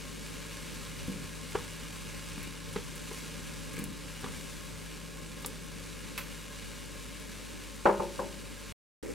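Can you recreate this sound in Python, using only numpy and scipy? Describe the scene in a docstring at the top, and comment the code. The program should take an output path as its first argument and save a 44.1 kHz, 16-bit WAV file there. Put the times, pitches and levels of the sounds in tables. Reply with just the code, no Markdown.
"""Sugar water sizzles in a deep pan: bursting bubbles excite the resonances of the air inside it. Beneath it
are the rush of a gas flame, kitchen hum and a low rumble. Fruit pieces thud into the pan, drops spit on the hot
metal, a utensil clacks, and an object set down with three knocks excites the modes of the worktop. After a
brief gap the scene changes to a pan at a thicker, lower simmer."""
import sys
import numpy as np
from scipy import signal
from scipy.fft import rfft, irfft, next_fast_len
from scipy.io import wavfile
from scipy.ndimage import uniform_filter1d

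SR = 44100
rng = np.random.default_rng(int(sys.argv[2]) if len(sys.argv) > 2 else 0)


def dump_mix(stems):
    """Bounce the given channels to the path in sys.argv[1] as a 16-bit WAV at rate SR."""
    frames = np.atleast_2d(stems).T  # one column per channel
    limited = np.clip(frames, -1, 1)  # hard clip at full scale
    pcm = np.round(limited * 32767).astype(np.int16)
    wavfile.write(sys.argv[1], SR, pcm)


N = 403074
T = np.arange(N) / SR
RING_T = T[:SR // 2]
LEFT_RIGHT = np.array([[1], [-1]])

# strength of the boil, easing as cold fruit fills the pan; used about its mean (t/s, level/dB)
BOIL_STRENGTH = [(0.1, -49), (0.43, -48), (3.47, -48.5), (5.18, -50.5), (6.06, -50), (8.5, -50.5)]
# spectrum of the bursting bubbles (f/Hz, level/dB)
SIZZLE_SPECTRUM = [(450, -105), (690, -96), (900, -89.5), (1300, -88), (1900, -87.5), (2350, -83.5),
                   (2850, -86.5), (3100, -87.5), (5500, -89.5), (8200, -89), (11000, -94), (14000, -101),
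                   (16000, -106)]
# resonances of the air in the pan (f/Hz, width/Hz, lift/dB)
PAN_AIR_MODES = [(884, 38, 6), (1066, 71, 9.5), (1410, 65, 3.5), (1642, 94, 9), (2190, 71, 3),
                 (2597, 60, 1.5), (2860, 55, 7), (3340, 91, 2.5), (3860, 130, 4), (4470, 140, 2.5),
                 (4990, 90, 2.5), (5800, 40, 3.5), (6080, 61, 4), (6840, 50, 3)]
# flares of the sizzle where a wet piece meets hot metal (t/s, level/dB)
SIZZLE_FLARES = [(2.426, -56.5), (3.78, -56)]
# stereo width of steady sounds (f/Hz, side minus mid/dB)
STEREO_WIDTH = [(40, -0.5), (90, 7.5), (170, 2), (350, 2), (550, -5), (700, -2), (1000, -5), (1700, -11.5),
                (2600, -21), (4000, -16), (8000, -7), (13000, -3)]
# spectrum of the flame (f/Hz, level/dB)
FLAME_SPECTRUM = [(15, -102.5), (35, -77.5), (70, -81.5), (130, -78), (200, -75), (290, -74.5), (320, -82),
                  (400, -80), (580, -77.5), (630, -84), (690, -83), (1200, -108), (4000, -130)]
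# resonances of the stove and kitchen (f/Hz, width/Hz, lift/dB)
STOVE_MODES = [(201, 43, 2.5), (299, 16, 4.5), (394.5, 8.1, 4.5), (448, 13, 5), (488, 8.2, 0),
               (567, 37, 2.5)]
# partials of the mains hum (f/Hz, level/dB, left minus right/dB)
MAINS_PARTIALS = [(49.1, -51, 4), (97.5, -60.5, -0.5)]
# a motor drone dying away (t/s, level/dB)
DRONE_ENVELOPE = [(0, -53), (.7, -51.5), (3, -52), (5.4, -53), (6.7, -56.5), (7.5, -64)]
# fruit landing on an edge, then falling flat (t/s, slap/dB, pan thump/dB, hollow ring/dB,
# contact cutoff/Hz, time to fall flat/s, flat contact against the first/dB, rocking decay time/s)
FRUIT_LANDINGS = [(1.082, -54, -23.5, -39.5, 800, .016, -3.5, 0.17),
                  (1.5504, -28, -37, -29.5, 1640, .0028, 6.5, .007),
                  (2.378, -46, -32.5, -52, 2500, .095, -3, .04),
                  (2.7601, -31, -28, -27, 3000, .0048, -4.5, 0.011),
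                  (3.112, -35, -54, -36, 1200, .005, -12, .01),
                  (3.74, -49, -32.5, -42, 3000, .038, 2, 0.022),
                  (3.795, -46, -24, -41.5, 2200, .025, -3.5, 0.14),
                  (4.2343, -37.5, -36.5, -41, 2200, .0077, 7.5, 0.043),
                  (5.446, -33, -41, -38.5, 4500, .012, -13, .01)]
# spectrum of a wet slap on the pan floor (f/Hz, level/dB)
SLAP_SPECTRUM = [(300, -11.5), (690, -6), (810, -1), (950, 0), (1130, -4), (1280, -1), (1420, -5),
                 (2000, -5.5), (4500, -4.5), (9000, -22)]
# the loudest drops spitting on hot metal (t/s, snap peak/dB, fizz/dB)
LOUD_SPITS = [(2.430, -27, -44), (2.956, -28, -45), (3.7338, -31, -45), (3.790, -25, -39),
              (3.841, -15.5, -43), (5.4615, -12, -32.5)]
# spectrum of a spitting drop (f/Hz, level/dB)
SPIT_SPECTRUM = [(1500, -27.5), (5000, -9), (8000, 1.5), (11000, 3), (14000, -5.5), (16000, -4.5)]
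# spectrum of the utensil's clack (f/Hz, level/dB)
CLACK_SPECTRUM = [(300, -14), (700, -11), (1000, 0.5), (1800, -4), (2600, -0.5), (3800, -9), (5500, -13),
                  (9500, -16.5), (11700, -9), (16000, -20)]
# knocks and bounces on the worktop (t/s, strike/dB, ring/dB, contact cutoff/Hz)
WORKTOP_KNOCKS = [(7.855, -14.5, -23, 2100), (7.8582, -17.5, -51, 3190), (7.870, -18, -47.5, 3000),
                  (7.889, -18.5, -51, 900), (7.895, -17.5, -51.5, 1800), (7.9973, -19.5, -32, 850),
                  (8.1915, -23, -36.5, 1100)]
# modes of the worktop (f/Hz, level/dB, t60/s)
WORKTOP_MODES = [(199.6, -4, 0.45), (345, -5.5, .48), (365, -6.5, .45), (402, -3, 0.4), (488, -4, 0.17),
                 (501, 1, 0.27), (560, 0.5, .48), (622, -4, 0.42), (765, -1.5, 0.24), (825, -0.5, 0.25),
                 (886, -0.5, 0.3), (934, -2.5, 0.3), (990, -13, 0.21), (1018, -1, .24), (1060, -10, .16),
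                 (1120, -10.5, .15), (1258, -12.5, 0.36), (1318, -10, .15), (1443, -10, 0.35),
                 (1490, -15, .14), (1587, -16.5, .17), (1814, -19, 0.25), (1890, -14, .25)]
# spectrum of its dense, quickly damped rattle (f/Hz, level/dB)
RATTLE_SPECTRUM = [(90, -31.5), (190, -3.5), (270, -13), (380, 0), (580, 3.5), (700, 2), (870, 2),
                   (1080, -2.5), (1250, -4), (1450, -4.5), (1800, -12.5), (2600, -19), (5000, -28),
                   (10000, -33.5)]
# spectrum of the thick simmer under a heap of fruit (f/Hz, level/dB)
SIMMER_SPECTRUM = [(30, -83), (150, -79), (290, -68), (400, -70.5), (490, -64), (600, -79), (700, -81),
                   (1100, -87.5), (2200, -83.5), (3200, -92.5), (8000, -91), (16000, -105)]


def undb(db):
    """Amplitude grows tenfold for every 20 dB."""
    return 10 ** (np.asarray(db) / 20)


def unit(x):
    """Normalisation to rms 1."""
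    return x / np.sqrt(np.mean(x ** 2))


def colour(x, points, resonances=()):
    """Linear filtering by a curve (f/Hz, level/dB) with resonances (f/Hz, width/Hz, lift/dB)."""
    size = next_fast_len(x.shape[-1])
    f = np.maximum(np.fft.rfftfreq(size, 1 / SR), 1)
    hz, db = np.transpose(points)
    curve_db = np.interp(np.log(f), np.log(hz), db)
    for centre, width, lift in resonances:
        curve_db += lift / (1 + (2 * (f - centre) / width) ** 2)
    return irfft(rfft(x, size) * undb(curve_db), size)[..., :x.shape[-1]]


def wander(per_s):
    """Smoothing random steps gives a slow fluctuation of rms 1."""
    hold = int(SR / per_s)
    steps = np.repeat(rng.standard_normal(N // hold + 1), hold)
    return unit(uniform_filter1d(uniform_filter1d(steps, hold), hold)[:N])


def swell(at_s, half_s):
    """A Gaussian rise and fall that peaks at 1."""
    return np.exp(-((T - at_s) / half_s) ** 2)


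def lean_left(x, db):
    """A level difference between the channels shifts a sound to the left."""
    return x * undb(LEFT_RIGHT * db / 2)


def spread(pair):
    """Two uncorrelated signals, as mid and side, give width."""
    return pair[0] + LEFT_RIGHT * colour(pair[1], STEREO_WIDTH)


def decay(t60, rise_s=0.00065):
    """Damped vibration falls exponentially, by 60 dB in t60 seconds."""
    return (1 - np.exp(-RING_T / rise_s)) * np.exp(-np.log(1000) * RING_T / t60)


def ring(hz, t60, lag):
    """One mode is a damped sinusoid; the channels differ in phase by lag radians."""
    return np.sin(2 * np.pi * hz * RING_T + LEFT_RIGHT * lag / 2) * decay(t60)


def burst(spectrum, t60, tail_db, tail_t60, side_db):
    """Dense modes merge into decaying noise, followed by the kitchen's weaker reverberation."""
    mid, side = unit(colour(rng.standard_normal((2, len(RING_T))), spectrum))
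    envelope = decay(t60) + undb(tail_db) * decay(tail_t60, rise_s=0.0067)
    return (mid + LEFT_RIGHT * undb(side_db) * side) * envelope


def push(hz):
    """The onset of an impact radiates one cycle of pressure."""
    cycles = hz * RING_T
    return 0.5 * np.sin(2 * np.pi * cycles) * (cycles < 1)


def soften(x, cutoff_hz):
    """A softer contact lasts longer and so acts as a low-pass filter."""
    return signal.sosfilt(signal.butter(2, cutoff_hz, fs=SR, output="sos"), x)


def add(out, at_s, sound):
    """Superposition: a sound adds to the mix from at_s on."""
    start = int(at_s * SR)
    out[:, start:start + sound.shape[-1]] += sound[..., :N - start]


def bubbles(per_s, scatter_db):
    """Bubbles bursting independently make shot noise with a flat spectrum, as mid and side."""
    sizes = undb(scatter_db * np.minimum(rng.exponential(size=N), 7))
    pops = (rng.random(N) < per_s / SR) * sizes * rng.choice([-1, 1], (2, N))
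    return unit(pops) * np.sqrt(SR / 2)


def wall_echoes(x, echo_db, t60):
    """Dense reflections from the pan walls and stove add to the direct sound."""
    echoes = rng.standard_normal(len(RING_T)) * decay(t60, rise_s=0.0029)
    echoes *= undb(echo_db) / np.linalg.norm(echoes)
    return x + signal.fftconvolve(x, echoes[None])[:, :N]


def sizzle():
    """Cavity resonance: bubbles bursting on the pan floor excite the air above them."""
    pops = wall_echoes(bubbles(per_s=11000, scatter_db=2.5), echo_db=-12.5, t60=0.12)
    pops = spread(colour(pops, SIZZLE_SPECTRUM, PAN_AIR_MODES))
    coarse = colour(pops, [(4000, -0.5), (5500, -3), (7500, -37.5)])
    fine = pops - coarse
    times, levels = np.transpose(BOIL_STRENGTH)
    boil_db = np.interp(T, times, levels - np.mean(levels))
    surge_db = 0.45 * wander(14) + 0.34 * wander(35)
    # after each flare the cooled spot goes quiet, then boils up again
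    quench_db = sum(-2 * swell(at_s + 0.15, half_s=0.17) for at_s, _ in SIZZLE_FLARES)
    reboil_db = sum(1.8 * swell(at_s + 0.68, half_s=0.15) for at_s, _ in SIZZLE_FLARES)
    spot_db = quench_db + reboil_db
    coarse *= undb(boil_db + 0.38 * spot_db + surge_db)
    fine *= undb(-1.03 + 0.95 * boil_db + spot_db + surge_db)
    froth = unit(colour(pops[0], [(1200, -12), (2000, -3), (2400, 2), (2900, -16), (5000, -18)]))
    flare = sum(undb(db) * swell(at_s, half_s=0.054) for at_s, db in SIZZLE_FLARES)
    return lean_left(coarse + froth * flare, db=0.2) + lean_left(fine, db=0.7)


def burner():
    """The gas flame radiates fluttering broadband noise, shaped by the stove's resonances."""
    gas = rng.standard_normal((2, N)) * np.sqrt(SR / 2)
    rush = spread(colour(gas, FLAME_SPECTRUM, STOVE_MODES))
    ease_db_per_s = 0.19
    level_db = -0.84 - ease_db_per_s * T + 0.65 * wander(11)
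    return lean_left(rush * undb(level_db), db=1)


def hum():
    """Periodic vibration gives tones: mains hum and a fading motor drone, both wavering in pitch."""
    def tone(hz, waver_hz):
        return np.sqrt(2) * np.sin(2 * np.pi * np.cumsum(hz + waver_hz * wander(5)) / SR)
    mains = sum(lean_left(tone(hz, waver_hz=0.46) * undb(db), left_db)
                for hz, db, left_db in MAINS_PARTIALS)
    drone = tone(hz=161.4, waver_hz=1.1) * undb(np.interp(T, *np.transpose(DRONE_ENVELOPE)))
    return mains + lean_left(drone, db=2.5)


def rumble():
    """Incoherent addition: a low, wandering rumble and each jolt of the pan sum in power."""
    noise = rng.standard_normal((2, N))
    low = colour(noise, [(40, -26), (70, -3.5), (95, 1), (130, -2), (220, -20), (600, -63)])
    jolts = sum(undb(thump_db - 14) * swell(at_s + 0.04, half_s=0.11)
                for at_s, _, thump_db, *_ in FRUIT_LANDINGS)
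    resting_db, jolt_limit_db = -58, -48.5
    resting = undb(resting_db + 3.1 * wander(6))
    envelope = np.hypot(resting, np.minimum(jolts, undb(jolt_limit_db)))
    return lean_left(unit(spread(low)) * envelope, db=2.5)


def crackle(per_s=30, db=-43, scatter_db=4):
    """A Poisson process: the finest spray lands on the hot wall as faint, scattered ticks."""
    sizes = undb(db + scatter_db * np.minimum(rng.exponential(size=N), 3))
    ticks = (rng.random(N) < per_s / SR) * sizes
    return lean_left(colour(ticks, SPIT_SPECTRUM), db=3)


def settling(fall_s, flat_db, rocking_s, period_s=0.019):
    """Edge, flat face, then damped rocking: (delay/s, gain) of each contact of a piece."""
    rock_times = np.cumsum(period_s * (1 + 0.25 * rng.uniform(-1, 1, 6)))
    rock_gains = undb(flat_db - 4) * np.exp(-rock_times / rocking_s)
    return [(0, 1), (fall_s, undb(flat_db)), *zip(fall_s + rock_times, rock_gains)]


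def fruit():
    """Impact excitation: each piece slaps the wet floor, rocks the pan and rings the hollow above."""
    out = np.zeros((2, N))
    thump = ring(197.5, t60=0.088, lag=0.73) + undb(0.5) * ring(263, t60=0.057, lag=-0.54)
    hollow = (ring(439, t60=0.063, lag=0.4) + undb(-11) * ring(477, t60=0.24, lag=-0.46)
              + undb(-14) * ring(405, t60=0.14, lag=0.3))
    pan_floor = (push(hz=940) + undb(-10.5) * ring(1150, t60=0.038, lag=0.2)
                 + undb(-11.5) * ring(770, t60=0.026, lag=-0.3))
    for at_s, slap_db, thump_db, hollow_db, cutoff_hz, fall_s, flat_db, rocking_s in FRUIT_LANDINGS:
        for delay_s, gain in settling(fall_s, flat_db, rocking_s):
            splat = burst(SLAP_SPECTRUM, t60=0.024, tail_db=-15.5, tail_t60=0.26, side_db=-17)
            slap = soften(undb(2) * splat + undb(4.5) * pan_floor, cutoff_hz)
            impact = undb(slap_db) * slap + undb(thump_db - 4.5) * thump + undb(hollow_db) * hollow
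            add(out, at_s + delay_s, gain * impact)
    return lean_left(out, db=-0.3)


def spits():
    """An impulse and its decay: a drop snaps on hot metal, then fizzes away between the pan walls."""
    out = np.zeros((2, N))
    middle = 64
    snap = colour(signal.unit_impulse(2 * middle, middle), SPIT_SPECTRUM)
    # each landing sheds one faint drop
    drips = [(at_s + 0.08 * rng.uniform(-1, 1), -36, -48) for at_s, *_ in FRUIT_LANDINGS]
    for at_s, snap_db, fizz_db in LOUD_SPITS + drips:
        fizz = burst(SPIT_SPECTRUM, t60=0.039, tail_db=-15, tail_t60=0.2, side_db=-5.5)
        add(out, at_s - middle / SR, undb(snap_db) * snap / snap.max())
        add(out, at_s, undb(fizz_db) * fizz)
    return out


def clack(at_s=6.177):
    """Free vibration after a utensil's tap: one bright mode over a dense, short ring."""
    out = np.zeros((2, N))
    dense = burst(CLACK_SPECTRUM, t60=0.062, tail_db=-11.5, tail_t60=0.41, side_db=-13)
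    bright = undb(1.5) * ring(2603, t60=0.046, lag=0.4)
    add(out, at_s, undb(-29.3) * (dense + bright))
    return out


def knocks():
    """Modal superposition: a heavy object strikes and bounces on the worktop, whose modes ring on."""
    out = np.zeros((2, N))
    modes = sum((-1) ** k * undb(db) * ring(hz, t60, lag=0.8 * rng.uniform(-1, 1))
                for k, (hz, db, t60) in enumerate(WORKTOP_MODES))
    blow = undb(6) * push(hz=780)
    for at_s, strike_db, ring_db, cutoff_hz in WORKTOP_KNOCKS:
        rattle = burst(RATTLE_SPECTRUM, t60=0.045, tail_db=-15, tail_t60=0.32, side_db=-8)
        knock = undb(strike_db) * (blow + rattle) + undb(ring_db) * modes
        add(out, at_s, soften(knock, cutoff_hz))
    return lean_left(out, db=1.5)


def thick_simmer():
    """Larger bubbles sound lower: syrup bubbles more slowly under the fruit."""
    return spread(colour(bubbles(per_s=2500, scatter_db=-0.5), SIMMER_SPECTRUM))


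def scene(stop_s=8.724, resume_s=9.027):
    """The sources superpose: the sizzling pan, then after a brief gap the scene changes to the thicker simmer."""
    room = hum()
    sizzling = sizzle() + burner() + rumble() + fruit() + spits() + crackle() + clack() + knocks()
    return (sizzling + room) * (T < stop_s) + (thick_simmer() + room) * (T > resume_s)


def record(dry):
    """Filters in series: the microphone has a narrow midrange dip; the recorder cuts the top."""
    dip_hz, dip_q, dip_share, top_hz = 688, 4.6, 0.85, 15850
    dip_band = signal.lfilter(*signal.iirpeak(dip_hz, dip_q, fs=SR), dry)
    low_pass = signal.ellip(10, 0.1, 80, top_hz, fs=SR, output="sos")
    return signal.sosfilt(low_pass, dry - dip_share * dip_band)


dry = scene()
out = record(dry)
dump_mix(out)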